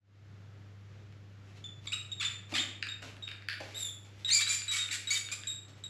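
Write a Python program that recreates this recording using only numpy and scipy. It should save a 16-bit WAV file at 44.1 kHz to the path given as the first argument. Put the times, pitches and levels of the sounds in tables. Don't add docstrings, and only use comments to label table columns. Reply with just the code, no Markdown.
import sys
import numpy as np
from scipy import signal
from scipy.fft import rfft, irfft, next_fast_len
from scipy.io import wavfile
from scipy.ndimage import map_coordinates

SR = 44100
rng = np.random.default_rng(int(sys.argv[2]) if len(sys.argv) > 2 else 0)


def inscribe(sig):
    pcm = np.round(np.clip(np.atleast_2d(sig).T, -1, 1) * 32767)
    wavfile.write(sys.argv[1], SR, pcm.astype(np.int16))


def volts_from_db(level):
    exponent = np.asarray(level, float) / 20
    return 10 ** exponent


N = 259969
TIME = np.arange(N) / SR

# t/s, mains hum level/dB, blade rumble level/dB
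FAN_LEVELS = [(.4, -49, -61.5), (.98, -48, -60.5), (1.5, -49, -61.5), (1.93, -48.5, -64.5),
              (2.4, -49, -62.5), (3, -50, -62), (3.5, -50.5, -65.5), (4.4, -51, -65.5), (5.1, -52.5, -69),
              (5.47, -52, -63.5), (5.89, -52.5, -65)]
# f/Hz, density/dB
RUMBLE_SPECTRUM = [(11, -73), (18, -16), (43, -40), (68, -3.5), (97, -18), (123, 1.5), (155, -5.5),
                   (212, -8.5), (257, -28), (305, -22.5), (400, -18), (520, -52), (880, -120)]
# f/Hz, density/dB
AIR_SPECTRUM = [(150, -47), (250, -11.5), (301, -8.5), (335, -12.5), (443, -12.5), (748, -18.5),
                (859, -19.5), (943, -22), (1280, -17.5), (1690, -18.5), (3450, -24.5), (7230, -34),
                (10000, -59), (13000, -111), (22000, -120)]
# t/s, knock level/dB, then thud, scratch, edge re knock/dB
PAW_CONTACTS = [(1.1244, -53.5, -26, -25, -63), (2.5223, -38, -5, -2, -40), (2.65, -45, -22, 2, -15),
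                (2.826, -25, -70, 2.5, -8), (2.8689, -32, -50, -1, -14), (3.026, -41, -12.5, -19, -31),
                (3.1662, -43, -22, -18, -27), (3.2778, -36, -38, -12, -17), (3.2874, -33, -45, -10, -6),
                (3.3147, -40, -45, 4, -28), (3.422, -47, -36, 1, -27), (3.4858, -30, -56, 8, -1),
                (3.4982, -37, -39, 14.5, -15), (3.5297, -36, -28, -3, -27), (3.6024, -42, -0.5, 5, -33),
                (4.3044, -30, -33, 2, 4), (4.4661, -31, -43, -15, -13), (4.671, -42, -36, -15, -30),
                (4.888, -34, -38, -15, -30), (4.6185, -36, -45, 12, -18), (5.287, -36.5, -33, 5, -22),
                (5.3223, -47.5, -14, 2, -15), (5.435, -42, -46, 13.5, -26)]
# f/Hz, width/Hz, level/dB
TILE_MODES = [(1550, 450, 0), (2000, 600, -2), (2550, 500, -1)]
# f/Hz, width/Hz, level/dB
CLAW_MODES = [(3500, 900, 0), (4850, 900, 1)]
# f/Hz, width/Hz, level/dB
BASIN_MODES = [(255, 45, 5), (320, 50, 3), (600, 120, 0), (820, 200, -4)]
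# peak t/s, swell/s, fade/s, peak level/dB
FUR_STROKES = [
    (1.5, 0.13, 0.02, -70),
    (1.575, 0.047, 0.026, -62.5),
    (1.867, 0.054, 0.003, -56.5),
    (2.524, 0.039, 0.013, -48.5),
    (3.022, .005, 0.092, -53.5),
    (3.604, 0.0049, 0.15, -55.5),
    (4.048, 0.0091, 0.054, -64.5),
    (4.2, 0.12, 0.061, -65),
    (5.684, 0.0045, 0.033, -60.5),
    (5.78, 0.05, 0.039, -69),
]
# f/Hz, density/dB
FUR_SPECTRUM = [(530, -1), (900, -4), (1880, -7), (2010, -2.5), (2280, 0), (7190, -10), (9260, -24),
                (11300, -20.5), (14000, -54)]
# t/s, length/s, f/Hz, level/dB, overtone level/dB
WHISTLE_NOTES = [
    (1.641, 0.036, 3536, -47, -11.5),
    (2.117, 0.021, 3746, -37.5, -11.5),
    (2.887, 0.046, 3773, -41, -11),
    (3.224, 0.064, 3777, -44, -19.5),
    (4.247, 0.069, 3827, -33.5, -17.5),
    (5.471, 0.053, 3808, -39, -0.5),
    (5.838, 0.035, 3866, -43.5, -5.5),
]
# t/s, length/s, f/Hz, level/dB, overtone level/dB
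FLIP_NOTES = [
    (1.932, 0.014, 3825, -34.5, -9),
    (2.249, 0.019, 3578, -33, -8.5),
    (2.597, 0.035, 3672, -34, -9),
    (4.42, 0.022, 3856, -34, -19),
    (4.474, 0.0088, 3935, -31.5, -9),
    (4.68, 0.051, 3886, -37, -6.5),
    (4.785, 0.073, 3766, -37, -8),
    (5.072, .032, 3837, -36.5, -8),
    (5.155, 0.022, 3724, -35.5, -23),
]
WHISTLE_PARTIALS_DB = [0, -25.5, -40]
# t/s, length/s, start f/Hz, end f/Hz, level/dB
SLIDE_NOTES = [
    (1.87, 0.018, 3930, 3410, -43),
    (1.92, 0.014, 2336, 3080, -36.5),
    (2.198, 0.019, 3650, 3210, -39),
    (2.211, 0.013, 2754, 2440, -40.5),
    (2.579, 0.023, 2970, 3660, -36),
    (4.909, 0.013, 3930, 3630, -39.5),
    (4.912, 0.0069, 2500, 1750, -38.5),
    (4.922, 0.0155, 2120, 2576, -40),
]
# t/s, f/Hz, level/dB, overtone level/dB
CRY_FALL = [
    (4.347, 2377, -33.5, 10.5),
    (4.356, 2293, -35, 1.5),
    (4.375, 2366, -38.5, 4.5),
    (4.42, 2220, -42.5, -12),
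]
# t/s, f/Hz, level/dB, overtone level/dB
CRY_RISE = [
    (4.303, 1990, -50, 8),
    (4.318, 2140, -41, 11),
    (4.33, 2360, -43, 11),
    (4.342, 2470, -39.5, 7),
    (4.35, 2430, -40, 7),
]
# f/Hz, gain/dB
MOUTH_GAIN = [(4500, 3), (6000, -12), (6900, 0.5), (7700, 2.5), (8400, -7), (9500, -12), (12000, -41)]
# t/s, length/s, level/dB, brightness/dB, slap rate f/Hz
RASP_BURSTS = [(1.873, 0.0064, -38.5, -23, 1179), (1.926, .025, -49, -8, 1395),
               (2.201, 0.054, -43.5, -14, 1143), (2.538, 0.058, -39.5, -11, 1196),
               (3.778, 0.054, -64.5, 8.5, 1264), (4.282, 0.026, -47, -4.5, 1029),
               (4.33, .06, -53.5, 13, 1153), (4.39, 0.043, -44, -0.5, 1149), (4.479, .08, -50, 6, 1201),
               (4.712, .045, -46.5, 2.5, 1137), (4.756, .042, -49.5, 2.5, 756.7),
               (4.913, 0.051, -48.5, 2, 898.4), (5.099, 0.089, -50, 5.5, 1147),
               (5.315, 0.029, -49.5, 2, 1215)]
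# f/Hz, density/dB
THROAT_SPECTRUM = [(600, -32), (1000, -21.5), (1450, -3), (2350, -3), (2900, -2), (3600, -1.5),
                   (4600, -6.5), (5500, -11.5), (6700, -14.5), (7500, -5.5), (8300, -16.5), (10500, -22.5),
                   (13000, -36.5), (15500, -37)]
# t/s, f/Hz, level/dB, overtone level/dB
WHINE_CONTOUR = [
    (3.745, 3580, -45, -9),
    (3.765, 3807, -42, -5),
    (3.8, 3768, -46.5, 1.5),
    (3.861, 3550, -48, 1.5),
    (3.9, 3410, -51.5, -17),
]
WHINE_PARTIALS_DB = [0, -13, -42]
# t/s, length/s, f/Hz, level/dB, overtone level/dB
SQUEAL_NOTES = [
    (4.49, 0.0671, 2362, -39, 6.5),
    (4.733, 0.024, 2246, -39, -12),
    (5.105, 0.054, 2272, -37, 2),
    (5.315, 0.031, 2420, -43.5, 0),
]
# f/Hz, t60/s
WALL_DECAY = [(200, 0.99), (700, 0.64), (1500, 0.55), (2600, 0.56), (4000, 0.44), (7000, 0.45),
              (11000, 0.45), (15000, 0.037)]
# f/Hz, gain/dB
MICROPHONE_GAIN = [(8300, 1), (8850, -3.5), (9080, -20), (9300, -6.5), (10200, 2)]
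# f/Hz, gain/dB
PORT_DIFFERENCE = [(20, -18), (60, -38), (300, -28), (800, -40), (2000, -44), (9800, -40), (11300, -1),
                   (14000, -1), (16000, -5)]
# f/Hz, density/dB
PORT_HISS = [(8000, -30), (9500, -12), (10500, -3), (11500, -3), (12800, -7), (13600, -14), (14200, -30),
             (15700, -34)]


def unit(x):
    return x / np.sqrt(np.mean(x ** 2) + 1e-20)


def along(points, hz):
    f, v = np.transpose(points)
    return np.interp(np.log(hz + 1), np.log(f + 1), v)


def stretch(rows, fade_s):
    s, *cols = np.transpose(rows)
    first = round(s[0] * SR)
    t = np.arange(first, min(N, round(s[-1] * SR))) / SR
    gate = np.clip(np.minimum(t - s[0], (s[-1] - t) / 4) / fade_s, 0, 1)
    return slice(first, first + len(t)), gate, [np.interp(t, s, c) for c in cols]


def wobble(rate_hz, size=N):
    knots = rng.standard_normal(int(size * rate_hz / SR) + 4)
    return map_coordinates(knots, [np.arange(size) * rate_hz / SR])


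def filtered(x, response):
    m = next_fast_len(N + SR // 2)
    return irfft(rfft(x, m) * response(np.fft.rfftfreq(m, 1 / SR)), m)[..., :N]


def coloured(x, spectrum):
    return unit(filtered(x, lambda hz: volts_from_db(along(spectrum, hz))))


def modes(peaks):
    def response(f):
        return sum((-1) ** k * volts_from_db(db) * 1j * f * width / (centre ** 2 - f * f + 1j * f * width)
                   for k, (centre, width, db) in enumerate(peaks))
    return response


def fan():
    s, *cols = np.transpose(FAN_LEVELS)
    hum_db, rumble_db = (np.interp(TIME, s, c) for c in cols)
    phase = 2 * np.pi * 100.1 * TIME + 0.09 * wobble(2.87)
    hum = volts_from_db(hum_db - 1 + 0.3 * wobble(1.72)) * np.sin(phase)
    hum += volts_from_db(-71 + 2.5 * wobble(4.6)) * np.sin(2 * phase)
    hum += volts_from_db(hum_db - 26.5 + 2.0 * wobble(4.63)) * np.sin(3 * phase)
    gap = lambda hz: 1 - 0.55 * np.exp(-((hz - 100) / 14) ** 2)
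    rumble = unit(filtered(coloured(rng.standard_normal(N), RUMBLE_SPECTRUM), gap))
    air = coloured(rng.standard_normal(N), AIR_SPECTRUM) * volts_from_db(0.93 * wobble(7.42))
    return hum + volts_from_db(rumble_db + 3.1 * wobble(4.055)) * rumble + volts_from_db(-64.5) * air


def paws():
    knock, thud, scratch, edge = np.zeros((4, N))
    t = np.arange(900) / SR
    for s, db, thud_db, scratch_db, edge_db in PAW_CONTACTS:
        burst = rng.standard_normal(len(t)) * volts_from_db(-60 * t / .007) * (1 - np.exp(-t / .0003))
        at = slice(round(s * SR), round(s * SR) + len(t))
        knock[at] += volts_from_db(db + 18.0) * burst
        scratch[at] += volts_from_db(db + scratch_db + 0.5) * burst
        edge[at] += volts_from_db(db + edge_db + 3) * burst
        thud[at] += volts_from_db(db + thud_db + 17.0) * rng.standard_normal(len(t)) * volts_from_db(-60 * t / 0.12)
    sharp = lambda hz: (1j * hz / 6000 / (1 + 1j * hz / 6000)) ** 4
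    thin = lambda hz: (-(hz / 1350) ** 2 / (1 + 1.1j * hz / 1350 - (hz / 1350) ** 2)) ** 2
    soften = lambda hz: 1 / (1 + 1j * hz / 11000 - (hz / 12000) ** 2) ** 5
    claws = filtered(filtered(knock, modes(TILE_MODES)) + filtered(scratch, modes(CLAW_MODES)), thin)
    blows = claws + filtered(thud, modes(BASIN_MODES)) + filtered(edge, sharp)
    return filtered(blows, soften)


def fur():
    level = np.zeros(N)
    range_db = 22.5
    for s, swell_s, fade_s, db in FUR_STROKES:
        rows = [(s - swell_s, db - range_db), (s, db), (s + fade_s, db - range_db / 2)]
        at, gate, (stroke_db,) = stretch(rows, fade_s=0.0024)
        level[at] += gate * volts_from_db(stroke_db + 3.5)
    return level * coloured(rng.standard_normal(N) * volts_from_db(2.2 * wobble(300)), FUR_SPECTRUM)


def contours(notes, onset_s, flat, soft_db, sag_hz, fade_db, dulls_db):
    return [[(s, hz * (1 - flat), db - soft_db, bright_db),
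             (s + min(onset_s, 0.19 * length), hz, db, bright_db),
             (s + length, hz - sag_hz * length, db - fade_db * length, bright_db - dulls_db * length)]
            for s, length, hz, db, bright_db in notes]


def tones(notes, stack_db, jitter, shimmer_db, breath_db, scoop):
    out, leak = np.zeros((2, N))
    for rows in notes:
        at, gate, (hz, db, bright_db) = stretch(rows, fade_s=.0008)
        size = len(hz)
        rise = 1 - scoop * np.exp(-np.arange(size) / SR / 0.00098)
        phase = 2 * np.pi * np.cumsum(hz * rise * (1 + jitter * wobble(147.9, size))) / SR
        overtones = sum(volts_from_db(bright_db + stack_db(k, hz)) * np.sin((k + 2) * phase) for k in range(3))
        out[at] += gate * (np.sin(phase) + overtones) * volts_from_db(db + 3.0 + shimmer_db * wobble(128.3, size))
        leak[at] += gate * volts_from_db(db + breath_db)
    return out + leak * coloured(rng.standard_normal(N), THROAT_SPECTRUM)


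def mouth_db(k, hz):
    return along(MOUTH_GAIN, (k + 2) * hz)


def whistle():
    partials = lambda k, hz: WHISTLE_PARTIALS_DB[k]
    alone = contours(WHISTLE_NOTES, onset_s=0.01, flat=-0.0099, soft_db=-1.5, sag_hz=2140, fade_db=90,
                     dulls_db=115)
    flips = contours(FLIP_NOTES, onset_s=0.013, flat=0.002, soft_db=-1.8, sag_hz=1470, fade_db=51, dulls_db=98)
    return (tones(alone, partials, jitter=0.01, shimmer_db=-1.5, breath_db=-19.5, scoop=0.15)
            + tones(flips, partials, jitter=0.0068, shimmer_db=-0.6, breath_db=-12, scoop=0))


def slide():
    overtones_db = -8
    slides = [[(s, hz, db, overtones_db), (s + length, to_hz, db, overtones_db)]
              for s, length, hz, to_hz, db in SLIDE_NOTES]
    return tones([CRY_FALL] + slides, mouth_db, jitter=0.0153, shimmer_db=-1.0, breath_db=-15, scoop=0)


def rasp():
    rate_hz = np.full(N, 1200.)
    uneven, dull, bright = np.zeros((3, N))
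    for s, length, db, bright_db, hz in RASP_BURSTS:
        at, gate, (age,) = stretch([(s, 0), (s + length, length)], fade_s=.002)
        gate = gate * volts_from_db(3 * np.sin(np.pi * age / length) + 0.5 * wobble(50, len(gate)))
        rate_hz[at] = hz * (1 - 2.5 * age)
        uneven[at] = .17 * (1 - np.exp(-age / 0.01489))
        dull[at] = gate * volts_from_db(db + 2.0)
        bright[at] = gate * volts_from_db(db + bright_db + 0.5)
    phase = 2 * np.pi * np.cumsum(rate_hz * (1 + uneven * wobble(350))) / SR
    spread = np.cumsum(np.arange(17)) * 0.354
    slaps = sum(np.sin(k * phase + spread[k]) * (k * rate_hz < SR / 2.3) for k in range(1, 17))
    source = unit(slaps * volts_from_db(2 * wobble(500))) + .15 * rng.standard_normal(N)
    voice = coloured(source, THROAT_SPECTRUM)
    high = filtered(voice, lambda hz: 1 / (1 + (5300 / (hz + 1)) ** 8))
    return dull * unit(voice - high) + bright * unit(high)


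def whine():
    return tones([WHINE_CONTOUR], lambda k, hz: WHINE_PARTIALS_DB[k], jitter=0.013, shimmer_db=4.0,
                 breath_db=-10.5, scoop=0.026)


def squeal():
    hollow_db = lambda k, hz: mouth_db(k, hz) - 5 * (k == 0)
    squeals = contours(SQUEAL_NOTES, onset_s=0.0089, flat=0.0496, soft_db=2.0, sag_hz=-800, fade_db=132,
                       dulls_db=14)
    return (tones([CRY_RISE], mouth_db, jitter=0.0034, shimmer_db=2.0, breath_db=-19, scoop=0)
            + tones(squeals, hollow_db, jitter=0.0076, shimmer_db=2.5, breath_db=-12, scoop=0))


def bathroom(x):
    out, hop = np.zeros(N + 2 * SR), SR // 4
    for start in range(SR, N, hop):
        hz, t, z = signal.stft(rng.standard_normal(SR * 3 // 4), SR, nperseg=256)
        decay = volts_from_db(-60 * t / along(WALL_DECAY, hz)[:, None]) * (1 - np.exp(-t / 0.0019))
        tail = signal.istft(z * decay, SR, nperseg=256)[1]
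        piece = x[start:start + 2 * hop]
        piece = piece * np.hanning(2 * hop)[:len(piece)]
        wet = signal.fftconvolve(piece, tail / np.linalg.norm(tail))
        out[start + 130:][:len(wet)] += wet
    return out[:N]


def scene():
    mouse = whistle() + slide() + rasp() + whine() + squeal()
    contact = paws() + fur()
    echo = bathroom(volts_from_db(-2.5) * mouse + volts_from_db(-.5) * contact)
    mono = mouse + contact + echo + fan()
    return np.array([mono, mono])


def refilled(ports):
    fold_hz, image_top_hz = 12030, 13750
    band = filtered(ports, lambda hz: (hz > 2 * fold_hz - image_top_hz) * (hz < fold_hz))
    wander = 0.76 * np.array([wobble(40), wobble(40)])
    carrier = np.exp(4j * np.pi * fold_hz * TIME + 1j * wander)
    image = (np.conj(signal.hilbert(band, next_fast_len(N))[:, :N]) * carrier).real
    shelved = filtered(ports, lambda hz: np.where(hz > fold_hz, volts_from_db(-7), 1))
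    return shelved + volts_from_db(-8.5) * image


def top_cut(x):
    return signal.sosfilt(signal.butter(12, 15840, fs=SR, output="sos"), x)


def record(dry):
    heard = filtered(dry, lambda hz: volts_from_db(along(MICROPHONE_GAIN, hz)))
    scatter = rng.standard_normal(SR // 20) * volts_from_db(-60 * TIME[:SR // 20] / .04)
    side = signal.fftconvolve(heard[0], scatter / np.linalg.norm(scatter))[:N]
    side = filtered(side, lambda hz: volts_from_db(along(PORT_DIFFERENCE, hz)))
    hiss = volts_from_db(-89.5) * coloured(rng.standard_normal((2, N)), PORT_HISS)
    ports = refilled(heard + np.array([side, -side])) + hiss
    fade_in = np.clip(TIME / 0.33, 0, 1) ** 1.08
    return top_cut(ports * fade_in)


dry = scene()
out = record(dry)
inscribe(out)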